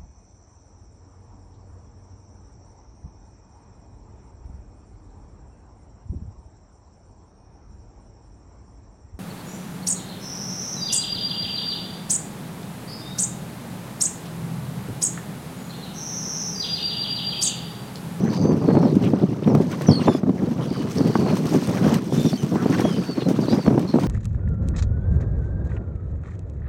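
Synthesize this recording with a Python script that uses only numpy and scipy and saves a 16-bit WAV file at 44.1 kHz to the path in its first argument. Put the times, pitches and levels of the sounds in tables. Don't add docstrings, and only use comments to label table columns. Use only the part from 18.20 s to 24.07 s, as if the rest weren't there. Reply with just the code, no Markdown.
import sys
import numpy as np
from scipy import signal
from scipy.fft import rfft, irfft, next_fast_len
from scipy.io import wavfile
from scipy.ndimage import uniform_filter1d

SR = 44100
rng = np.random.default_rng(int(sys.argv[2]) if len(sys.argv) > 2 else 0)


def put_to_file(sound):
    columns = np.atleast_2d(sound).T
    safe = np.clip(columns, -1, 1)
    whole_steps = np.round(safe * 32767)
    wavfile.write(sys.argv[1], SR, whole_steps.astype(np.int16))


N = 258867
T = np.arange(N) / SR
TOP_HZ = 15900
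JITTER, RASP = .009, .02
BEAK_HZ, OVERTONE_DB_PER_OCTAVE = 3600, -45

# f/Hz, level/dB
HISS_AT_MIC = [(1500, 10.5), (3000, 10), (4500, 5), (6000, 9), (7000, 2.5), (9300, 3), (10300, -4.5),
               (11200, -5), (12000, 0), (13000, 0), (14200, -8), (16000, -4.5)]


def undb(db):
    return 10 ** (np.asarray(db) / 20)


def unit(x):
    return x / np.sqrt(np.mean(x ** 2) + 1e-18)


def gains(table):
    s, *columns = np.transpose(table)
    return [undb(np.interp(T, s, c)) for c in columns]


def colour(x, points):
    hz, db = np.transpose(points)
    size = next_fast_len(len(x) + 2048)
    f = np.fft.rfftfreq(size, 1 / SR)
    response = undb(np.interp(np.log(f + 1), np.log(hz), db))
    return irfft(rfft(x, size) * response, size)[:len(x)]


def band(x, lo_hz, hi_hz):
    edges = np.clip([lo_hz, max(hi_hz, 1.1 * lo_hz)], 10, [.4 * SR, .45 * SR])
    return signal.sosfilt(signal.butter(2, edges, "band", fs=SR, output="sos"), x)


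def walk(rate):
    hold = max(int(SR / rate), 1)
    steps = np.repeat(rng.standard_normal(N // hold + 1), hold)
    return unit(uniform_filter1d(steps, hold)[:N])


def even(x, span_s):
    span = max(int(span_s * SR), 1)
    power = uniform_filter1d(uniform_filter1d(x ** 2, span), span)
    return x / np.sqrt(power + 1e-12)


def add(out, s, x):
    i = int(np.clip(s * SR, 0, len(out) - 1))
    out[i:i + len(x)] += x[:len(out) - i]


def bursts(rate, decay_s, rise_s=0.0025):
    starts = (rng.random(N) < rate / SR) * rng.random(N)
    surges = signal.lfilter([1], [1, -np.exp(-1 / (decay_s * SR))], starts)
    return uniform_filter1d(surges, max(int(rise_s * SR), 1))


def plateau(s, length, attack_s, release_s):
    return np.clip(.5 + np.minimum((T - s) / attack_s, (s + length - T) / release_s), 0, 1)


def airflow(breeze_db=1, lull_db=3.5, breeze_flutter_db=-11, gust_db=-2.5):
    # t/s, level/dB
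    breeze_curve = [(0.0, -23.5), (0.75, -25.5), (1.08, -33.5), (1.2, -29), (1.4, -21.5), (1.58, -33),
                    (1.8, -23), (2.0, -27.5), (2.72, -29), (3.0, -30), (3.21, -25.5), (3.6, -29),
                    (3.86, -30), (4.55, -26), (4.88, -33.5), (5.2, -21.5), (5.43, -30), (5.57, -19.5),
                    (5.7, -38), (5.87, -20.5)]
    # t/s, length/s, level/dB, share of small eddies/dB
    gusts = [(0.033, 0.026, -11.5, -20), (0.183, 0.2, -15.5, -12), (0.414, 0.062, -17, -10),
             (0.473, 0.22, -14, -10), (0.706, 0.076, -15.5, -30), (0.813, 0.097, -15, -15.5),
             (0.911, 0.1, -20.5, -11.5), (1.017, 0.04, -10.5, -26.5), (1.082, 0.072, -20.5, -24),
             (1.258, 0.17, -14, -12), (1.686, 0.037, -5.5, -15.5), (1.762, 0.079, -18, -14.5),
             (1.876, 0.015, -3.5, -6), (2.06, 0.062, -15.5, -15.5), (2.761, 0.062, -15, -16),
             (2.83, 0.082, -15, -12.5), (2.951, 0.022, -23, -3), (2.987, 0.069, -15.5, -8.5),
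             (3.059, 0.034, -16.5, -4), (3.1, 0.046, -14, -9), (3.313, 0.077, -15.5, -14),
             (3.493, 0.18, -21, -9.5), (3.608, 0.18, -15.5, -12.5), (3.913, 0.11, -17.5, -18.5),
             (4.045, 0.039, -12, -17), (4.125, 0.019, -11.5, -21), (4.315, 0.043, -14, -16),
             (4.495, 0.023, -11.5, -20), (4.59, 0.041, -18, -9), (4.639, 0.05, -17, -9.5),
             (4.697, 0.059, -19.5, -26), (4.762, 0.06, -18, -20), (5.06, 0.072, -15.5, -12),
             (5.157, 0.031, -22, -20), (5.305, 0.076, -21, -4.5), (5.375, 0.017, -11.5, -8.5),
             (5.467, 0.1, -14.5, -11.5), (5.74, 0.055, -14, -12)]
    breeze = gains(breeze_curve)[0] * undb(breeze_db + lull_db * np.tanh(walk(30)))
    large, small = breeze, breeze * undb(breeze_flutter_db)
    for s, length, db, small_db in gusts:
        shape = plateau(s, length, attack_s=0.014, release_s=0.043)
        large = np.maximum(large, shape * undb(db + gust_db))
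        small = np.maximum(small, shape * undb(db + small_db))
    return large, small


def wind(rumble_db=1.0, flutter_db=-1, patchy_db=4.2, tear=4.3):
    # f/Hz, level/dB
    rumble_spectrum = [(20, -60), (40, -67), (62, -28), (100, -7), (140, 0.5), (185, 2.5), (300, -4.5),
                       (450, -14), (700, -25.5), (1200, -51), (2500, -85)]
    # f/Hz, level/dB
    flutter_spectrum = [(150, -59), (350, 9.5), (550, 1.5), (750, -1.5), (1100, -10), (1500, -21.5),
                        (2400, -30), (5000, -64)]
    rumble_gain, flutter_gain = airflow()
    patchy = rng.standard_normal(N) * undb(patchy_db * walk(65))
    rumble = even(colour(patchy, rumble_spectrum), span_s=.03)
    torn = rng.standard_normal(N) * (1 + tear * bursts(rate=110, decay_s=0.0085))
    flutter = even(colour(torn, flutter_spectrum), span_s=0.019)
    return undb(rumble_db) * rumble_gain * rumble + undb(flutter_db) * flutter_gain * flutter


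def puffs(puff_db=1, width_s=0.011):
    # t/s, level/dB
    eddies = [(2.234, -16.5), (2.28, -21.5), (2.318, -18.5), (2.397, -24), (2.44, -26.5), (2.516, -22),
              (2.609, -25.5), (2.683, -34), (3.136, -16.5), (3.232, -26), (3.258, -20), (3.491, -16),
              (3.651, -13.5), (3.685, -18), (3.834, -29), (3.963, -21.5), (3.988, -17), (4.241, -17),
              (4.434, -20), (4.655, -12.5), (4.783, -23), (4.898, -20.5), (4.984, -18), (5.233, -24),
              (5.332, -11), (5.7, -22.5)]
    swell = sum(undb(db) * np.exp(-((T - s) / width_s) ** 2) for s, db in eddies)
    rumble = even(band(rng.standard_normal(N), 137, 282), span_s=0.0038)
    return undb(puff_db) * swell * rumble


def buffets(body_db=-2, rise_s=0.0013, body_s=0.011, edge_db=-6, edge_s=0.0023, tear_db=-13,
            snap_db=-2, snap_at_s=0.00353, snap_s=0.00069):
    # t/s, edge level/dB, thud level/dB
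    hits = [(0.252, -17, -11), (0.29, -27, -11.5), (0.317, -18, -7.5), (0.486, -8, -5.5),
            (0.501, -18, -10.5), (0.55, -25, -8), (0.569, -6, -3.5), (0.632, -26, -11), (0.652, -11.5, -12),
            (0.765, -39, -8.5), (0.933, -33, -7.5), (1.035, -35, -13), (1.223, -20, -18.5),
            (1.274, -15, -6.5), (1.329, -24, -14), (1.349, -6.5, -5), (1.61, -16, -18.5), (1.686, -3.5, -8),
            (1.881, 3.5, -1), (1.947, -30, -9.5), (2.032, -19, -12.5), (2.091, -20, -11),
            (2.807, -13, -9.5), (2.954, -1.5, -9), (3.17, -14, -42), (3.339, -8, -15), (3.345, -9, -7.5),
            (3.36, -23, -10.5), (3.422, -16, -17), (3.662, -15, -9.5), (3.718, -14, -9.5),
            (3.921, -34, -15.5), (4.053, -19, -11.5), (4.13, -10.5, -20), (4.356, -20, -9),
            (4.457, -15.5, -7), (4.596, -10.5, -14.5), (4.65, -28, -6), (5.02, -12, -15.5),
            (5.084, -28, -21), (5.106, -22, -14.5), (5.188, -33, -9), (5.282, -20, -11), (5.311, -24, -13),
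            (5.463, -8, -13), (5.477, -10, -3), (5.503, -20, -22), (5.576, -20, -6.5), (5.648, -31, -14),
            (5.74, -10.5, -9), (5.756, -20, -9.5), (5.786, -6, -18), (5.83, -26, -10)]
    out, t = np.zeros(N), T[:4096]
    for s, peak_db, thud_db in hits:
        low, mid, top = rng.standard_normal((3, len(t)))
        body = even(band(low, 170, 296), 0.011) * (1 - np.exp(-t / rise_s)) * np.exp(-(t / body_s) ** 2)
        torn = even(band(mid, 537, 855), 0.013) + undb(tear_db) * unit(band(top, 960, 1200))
        edge = torn * np.minimum(t / 0.0004, 1) * np.exp(-(t / edge_s) ** 2)
        core_width_s = snap_s * undb(2 * rng.standard_normal())
        core = ((t - snap_at_s) / core_width_s) ** 2
        snap = (core - 1) * np.exp(-core / 2)
        thud = undb(body_db) * body + undb(snap_db) * snap
        add(out, s, undb(thud_db) * thud + undb(peak_db + edge_db) * edge)
    return out


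def bubbles(size, count, centre_hz, octaves, cycles, spread_db, glide):
    out = np.zeros(size + 4096)
    for when, pitch, chance in rng.random((count, 3)):
        hz = centre_hz * 2 ** (octaves * (pitch - .5))
        samples = min(int(cycles * SR / hz) + 2, 4096)
        age = np.arange(samples) * hz / cycles / SR
        ring = np.sin(2 * np.pi * cycles * age * (1 + glide * age / 2)) * np.exp(-np.log(100) * age)
        add(out, when * size / SR, ring * undb(-spread_db * np.log(max(chance, .01))))
    return out / np.sqrt(np.sum(out ** 2) / size)


def chop():
    # t/s, slosh level/dB, spray level/dB
    chop_curve = [(0.0, -48, -57.5), (0.21, -52, -60.5), (0.83, -51, -59.5), (1.03, -50, -62.5),
                  (1.2, -51.5, -63), (1.54, -50.5, -55.5), (1.8, -43, -57.5), (1.96, -47, -57),
                  (2.03, -57, -68.5), (2.15, -60, -62), (2.25, -53, -60.5), (2.93, -45.5, -53.5),
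                  (3.45, -45.5, -50), (3.6, -43, -51), (3.74, -40.5, -59), (4.1, -78, -48.5),
                  (4.22, -53, -54.5), (4.58, -39.5, -51.5), (4.81, -47.5, -55), (5.07, -49.5, -58.5),
                  (5.26, -46, -53.5), (5.61, -49, -59), (5.87, -52, -60)]
    # t/s, length/s, slosh level/dB, spray level/dB
    washes = [(0.123, 0.061, -43.5, -55.5), (0.817, 0.099, -47, -56.5), (1.514, 0.045, -41, -57.5),
              (2.696, 0.14, -49.5, -50.5), (3.278, 0.11, -50, -47), (3.4, 0.083, -54, -49),
              (3.638, 0.14, -39, -48), (3.926, 0.13, -52, -47.5), (4.53, 0.11, -40, -49.5),
              (5.79, 0.12, -44.5, -52)]
    slosh, spray = gains(chop_curve)
    for s, length, slosh_db, spray_db in washes:
        shape = plateau(s, length, attack_s=0.018, release_s=0.029)
        slosh = np.maximum(slosh, shape * undb(slosh_db))
        spray = np.maximum(spray, shape * undb(spray_db))
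    return slosh, spray


def water(slosh_db=6, spray_db=9, drop_db=-3, drop_spread_db=4, drops_per_s=900, fizz_db=-3):
    # f/Hz, level/dB
    slosh_spectrum = [(500, 14), (1000, 7), (1800, 1), (2800, 0), (4000, -0.5), (6000, -2), (9000, -51)]
    slosh_gain, spray_gain = chop()
    churn = walk(55)
    froth = bubbles(N, count=3000, centre_hz=1998, octaves=2.348, cycles=40, spread_db=1, glide=0.44)
    slosh = rng.standard_normal(N) + froth[:N]
    slosh *= 1 + 0.17 * bursts(rate=64, decay_s=0.015)
    slosh = even(colour(slosh * undb(2 * churn), slosh_spectrum), span_s=0.23)
    drop_sizes = undb(drop_spread_db * np.minimum(rng.exponential(size=N), 5.5))
    drops = unit((rng.random(N) < drops_per_s / SR) * drop_sizes * rng.choice([-1, 1], N))
    fizz = bubbles(N, count=8000, centre_hz=7545, octaves=1.81, cycles=46, spread_db=2.5, glide=0.027)
    spray = rng.standard_normal(N) + undb(drop_db) * drops + undb(fizz_db) * fizz[:N]
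    spray *= 1 + .75 * bursts(rate=45, decay_s=.011, rise_s=0.0028)
    spray = even(colour(spray * undb(churn), HISS_AT_MIC), span_s=.15)
    return undb(slosh_db) * slosh_gain * slosh + undb(spray_db) * spray_gain * spray


def gurgles(gurgle_db=-1, bubbles_per_s=900):
    # t/s, length/s, centre f/Hz, level/dB
    wavelets = [(0.056, 0.04, 1720, -40.5), (0.837, 0.041, 2590, -39.5), (1.234, 0.015, 3000, -42.5),
                (1.508, 0.033, 1870, -46), (1.612, 0.023, 1840, -41), (2.176, 0.026, 1820, -45.5),
                (2.397, 0.044, 1100, -38), (2.546, 0.018, 1340, -36.5), (2.954, 0.006, 1340, -25),
                (3.082, 0.027, 2720, -40), (3.567, 0.015, 2020, -35.5), (3.716, 0.031, 1650, -39),
                (4.366, 0.078, 1380, -36), (4.525, 0.026, 1760, -31), (4.584, 0.031, 1970, -37.5),
                (5.007, 0.026, 3330, -38.5)]
    out = np.zeros(N)
    for s, length, hz, db in wavelets:
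        cloud = bubbles(int(length * SR), count=int(length * bubbles_per_s) + 1, centre_hz=hz,
                        octaves=0.56, cycles=9.8, spread_db=-0.5, glide=0.055)
        add(out, s, undb(db + gurgle_db) * cloud)
    return out


def close_drops(drop_db=-6, glide_per_s=70, attack_s=.0007, ring_s=.0015):
    # t/s, level/dB, spit decay/s, plink f/Hz, plink level/dB
    landings = [(0.132, -35, 0.008, 8000, -15), (0.753, -34.5, 0.007, 5000, -15),
                (1.35, -24, 0.0037, 5500, -7), (1.514, -30, 0.011, 3000, -15),
                (1.612, -27, 0.002, 5000, -12), (1.619, -24, 0.004, 6030, -15),
                (2.783, -30, 0.002, 5100, 9), (3.167, -25.5, 0.016, 5970, -10),
                (3.472, -26, 0.0063, 8160, -1), (3.741, -17, 0.005, 6900, -8),
                (4.029, -25, 0.0037, 7960, -12), (4.605, -22, 0.0062, 3200, -11),
                (5.085, -29, 0.03, 5800, 0), (5.593, -26.5, 0.0049, 5060, -13)]
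    out, t = np.zeros(N), T[:2048]
    rise, ring = np.minimum(t / attack_s, 1), np.exp(-t / ring_s)
    for s, db, decay_s, hz, plink_db in landings:
        hiss = unit(colour(rng.standard_normal(len(t)), HISS_AT_MIC))
        spit = hiss * np.exp(-t / max(decay_s, .001))
        plink = np.sin(2 * np.pi * hz * t * (1 + glide_per_s * t / 2)) * ring
        add(out, s, undb(db + drop_db) * rise * (spit + 2 * undb(plink_db) * plink))
    return out


def ripple_echo(x, wet_db=-12, decay_s=0.017):
    t = T[:8192]
    scatter = rng.standard_normal(len(t)) * np.exp(-t / decay_s)
    return x + undb(wet_db) * signal.fftconvolve(x, scatter / np.linalg.norm(scatter))[:N]


def terns(hoarse=0.71, fading_db=1.5, overtone_db=-9.5):
    # t/s, length/s, first f/Hz, last f/Hz, level/dB, lift of the ending/dB,
    # trill rate/Hz, trill depth/0-1, trill depth of the ending/0-1
    cries = [(0.010, 0.24, 5960, 6200, -51, -1, 105.6, 0.47, 0.8),
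             (0.221, 0.11, 6120, 6020, -47, -4, 103.5, 0.2, 0.2),
             (0.098, 0.15, 4660, 4680, -44.5, -1, 100, 1, 0.8),
             (0.24, 0.11, 4620, 4500, -51, -3, 100, 0.4, 0.4),
             (0.385, 0.085, 4750, 4620, -56.5, 0, 110, 0.8, 0.9),
             (0.465, 0.27, 4420, 4200, -51.5, -3, 110, 0.7, 1),
             (0.58, 0.19, 3780, 3660, -61, 5, 107, 0.5, 0.76),
             (0.61, 0.056, 5450, 5130, -50, 1, 115, 0.96, 1),
             (1.275, 0.062, 5780, 5000, -52, -4, 100, 0.3, 1),
             (1.798, 0.035, 2930, 2620, -43, 4, 55, 0.4, 0.1),
             (1.86, 0.12, 3520, 3430, -44.5, -2, 91, 0, 0.3),
             (1.978, 0.024, 6500, 6040, -56, 0, 90, 0.2, 0.2),
             (1.830, 0.034, 4430, 4300, -45, 0, 170, 0.9, 1),
             (1.833, 0.036, 6140, 6100, -50, 0, 169, 0.9, 0.9),
             (1.830, .17, 5470, 4900, -52, 6, 87.5, 0.9, 0.6),
             (2.408, 0.11, 3110, 3660, -49.5, -7, 98, 1, 1),
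             (2.476, 0.14, 4660, 4420, -48, -1, 86.6, 0.9, 1),
             (2.507, 0.16, 3090, 2840, -51.5, -2, 89, 0.9, .8),
             (2.758, .28, 4570, 4530, -47, 1, 89.3, 1, .8), (3.022, .14, 4420, 4140, -48, 2, 90, 0.7, 0.7),
             (3.906, 0.084, 3360, 3540, -48, 0, 117.8, 0.9, .6),
             (3.975, 0.16, 3610, 3460, -42.5, 0, 114, 0.6, 0.6),
             (4.059, 0.056, 5800, 5130, -42, -3, 90, 0.1, 0.8),
             (4.112, 0.066, 4520, 4350, -43.5, 0, 50, 0.8, 0.6),
             (4.17, 0.071, 3120, 2830, -46.5, -2, 90, 0.6, 0.5),
             (4.174, 0.07, 6220, 5800, -47.5, -5, 90, 0.3, 0.5),
             (4.63, 0.1, 3300, 3100, -42.5, -1, 88, 0.1, 0.25),
             (4.725, 0.063, 3090, 2950, -44, -1, 88, 0.7, 1),
             (4.648, .055, 5750, 5540, -49, -4, 90, .15, .15),
             (4.677, 0.17, 4990, 4620, -47.5, 0, 89.7, 0.95, 0.9),
             (4.845, 0.103, 4540, 4440, -42.5, 8, 89, 0.5, 0.15),
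             (4.955, 0.065, 4440, 4120, -47, 0, 90, 0.7, 0.7),
             (5.026, 0.048, 4240, 4020, -46.5, -1, 90, 0.2, 0.1),
             (5.21, 0.048, 4650, 4430, -46, 2, 89.5, 0.4, 0.35),
             (5.268, 0.08, 4100, 3650, -43.5, 0, 158, 1, 1),
             (5.282, 0.04, 4530, 4720, -40.5, 1, 126, 0.25, 0.3),
             (5.315, 0.055, 4860, 4900, -42.5, -3, 124, 0.3, 0.6),
             (5.3, 0.1, 5750, 5280, -53, 0, 139, 1, 1), (5.388, 0.1, 4680, 4180, -47, -1, 90, 0.6, 0.35),
             (5.672, 0.085, 4270, 4170, -44.5, -2, 83.3, 0.78, 0.85),
             (5.675, 0.06, 5370, 5450, -54, 0, 82, 1, 1)]
    # f/Hz, level/dB
    beak_response = [(5500, -5), (7000, -3), (8600, 0), (10500, -7), (13000, -14), (16000, -30)]
    beak_hz, beak_db = np.transpose(beak_response)
    arch, hook, wander, trill_swing = 0.0112, .07, .005, .032
    hook_s, sag_power = .0012, 1.25
    attack, ending_at, turn, fade = 0.032, 0.46, 0.25, .13
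    closest_s, closest_length_s, far_loss_db = 1.85, .35, 2
    waver, quiver, tempo = walk(220), walk(1100), walk(40)
    fading, grit, drift = walk(90), walk(1700), walk(35)
    out = np.zeros(N)
    for s, length, first_hz, last_hz, db, ending_db, trill_hz, first_depth, last_depth in cries:
        t = T[:int(length * SR)]
        here = int(s * SR) + np.arange(len(t))
        progress = t / length
        bow = np.sin(np.pi * progress)
        ending = np.clip((progress - ending_at) / turn + .5, 0, 1)
        depth = np.clip(first_depth + (last_depth - first_depth) * ending, 0, 1)
        glide_hz = first_hz + (last_hz - first_hz) * progress ** sag_power
        contour_hz = glide_hz * (1 + arch * bow + hook * np.exp(-t / hook_s) + wander * drift[here])
        trill = 2 * np.pi * np.cumsum(trill_hz * (1 + 0.064 * tempo[here])) / SR
        buzz = depth ** 2 * (RASP * quiver[here] - trill_swing * np.sin(trill))
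        hz = contour_hz * (1 + buzz + JITTER * waver[here])
        phase = 2 * np.pi * np.cumsum(hz) / SR
        overtones = sum(undb(np.interp(k * first_hz, beak_hz, beak_db)) * np.sin(k * phase)
                        for k in (2, 3) if k * first_hz < TOP_HZ)
        far = 1 - np.exp(-((s - closest_s) / closest_length_s) ** 2)
        octaves_above = max(np.log2(first_hz / BEAK_HZ), 0)
        bright_db = overtone_db - far_loss_db * far + OVERTONE_DB_PER_OCTAVE * octaves_above
        envelope = np.clip(np.minimum(progress / attack, (1 - progress) / fade), 0, 1)
        envelope *= (1 + 0.088 * bow) * undb(ending_db * ending)
        envelope *= (1 - depth * np.cos(trill)) * (1 + hoarse * depth * grit[here])
        envelope *= undb(fading_db * fading[here])
        cry = unit(envelope * np.sin(phase)) + undb(bright_db) * unit(envelope * overtones)
        add(out, s, undb(db) * cry)
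    return out


def near_tern(octave_db=-8, second_hz=3250, second_db=-36):
    # t/s, f/Hz, level/dB, rasp/0-1
    call = [(1.667, 5750, -45, .3), (1.670, 5950, -33, .1), (1.675, 6050, -28, .1), (1.684, 5780, -33, .4),
            (1.691, 5720, -31, .5), (1.693, 5380, -29, .5), (1.702, 5380, -32, .4), (1.705, 5600, -39, 1),
            (1.712, 5250, -33, .8), (1.715, 4480, -24, .1), (1.724, 4400, -26, .1), (1.728, 4800, -35, 1),
            (1.732, 4800, -31, 1), (1.735, 4360, -25, .1), (1.744, 4420, -26, .1), (1.748, 4600, -35, .9),
            (1.753, 4800, -37, 1), (1.756, 4320, -25, .1), (1.771, 4450, -31, .3), (1.779, 4200, -29, .1),
            (1.788, 4320, -32, .2), (1.8, 4450, -46, .5)]
    s, *columns = np.transpose(call)
    hz, db, rasp = (np.interp(T, s, c) for c in columns)
    wobble = (JITTER / 2 + RASP * rasp) * walk(1500)
    phase = 2 * np.pi * np.cumsum(hz * (1 + wobble)) / SR
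    octave_gain = undb(octave_db + OVERTONE_DB_PER_OCTAVE * np.log2(hz / BEAK_HZ))
    whistle = np.sin(phase) + octave_gain * np.sin(2 * phase)
    voice = whistle * undb(db) * (1 + .5 * rasp * walk(1200))
    second_phase = 2 * np.pi * np.cumsum(second_hz * (1 + JITTER * walk(400))) / SR
    second_voice = undb(second_db) * rasp ** 2 * np.sin(second_phase)
    return (voice + second_voice) * plateau(s[0], s[-1] - s[0], attack_s=.002, release_s=.004)


def scene(birds_db=-0.5):
    air = wind() + puffs() + buffets()
    estuary = water() + gurgles() + close_drops()
    birds = ripple_echo(terns() + near_tern())
    return (air + estuary + undb(birds_db) * birds)[None]


def record(dry):
    lean = signal.sosfilt(signal.butter(2, 55, "high", fs=SR, output="sos"), dry)
    rounded = lean / (1 + lean ** 6) ** (1 / 6)
    return signal.sosfilt(signal.ellip(10, .2, 80, TOP_HZ, fs=SR, output="sos"), rounded)


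dry = scene()
out = record(dry)
put_to_file(out)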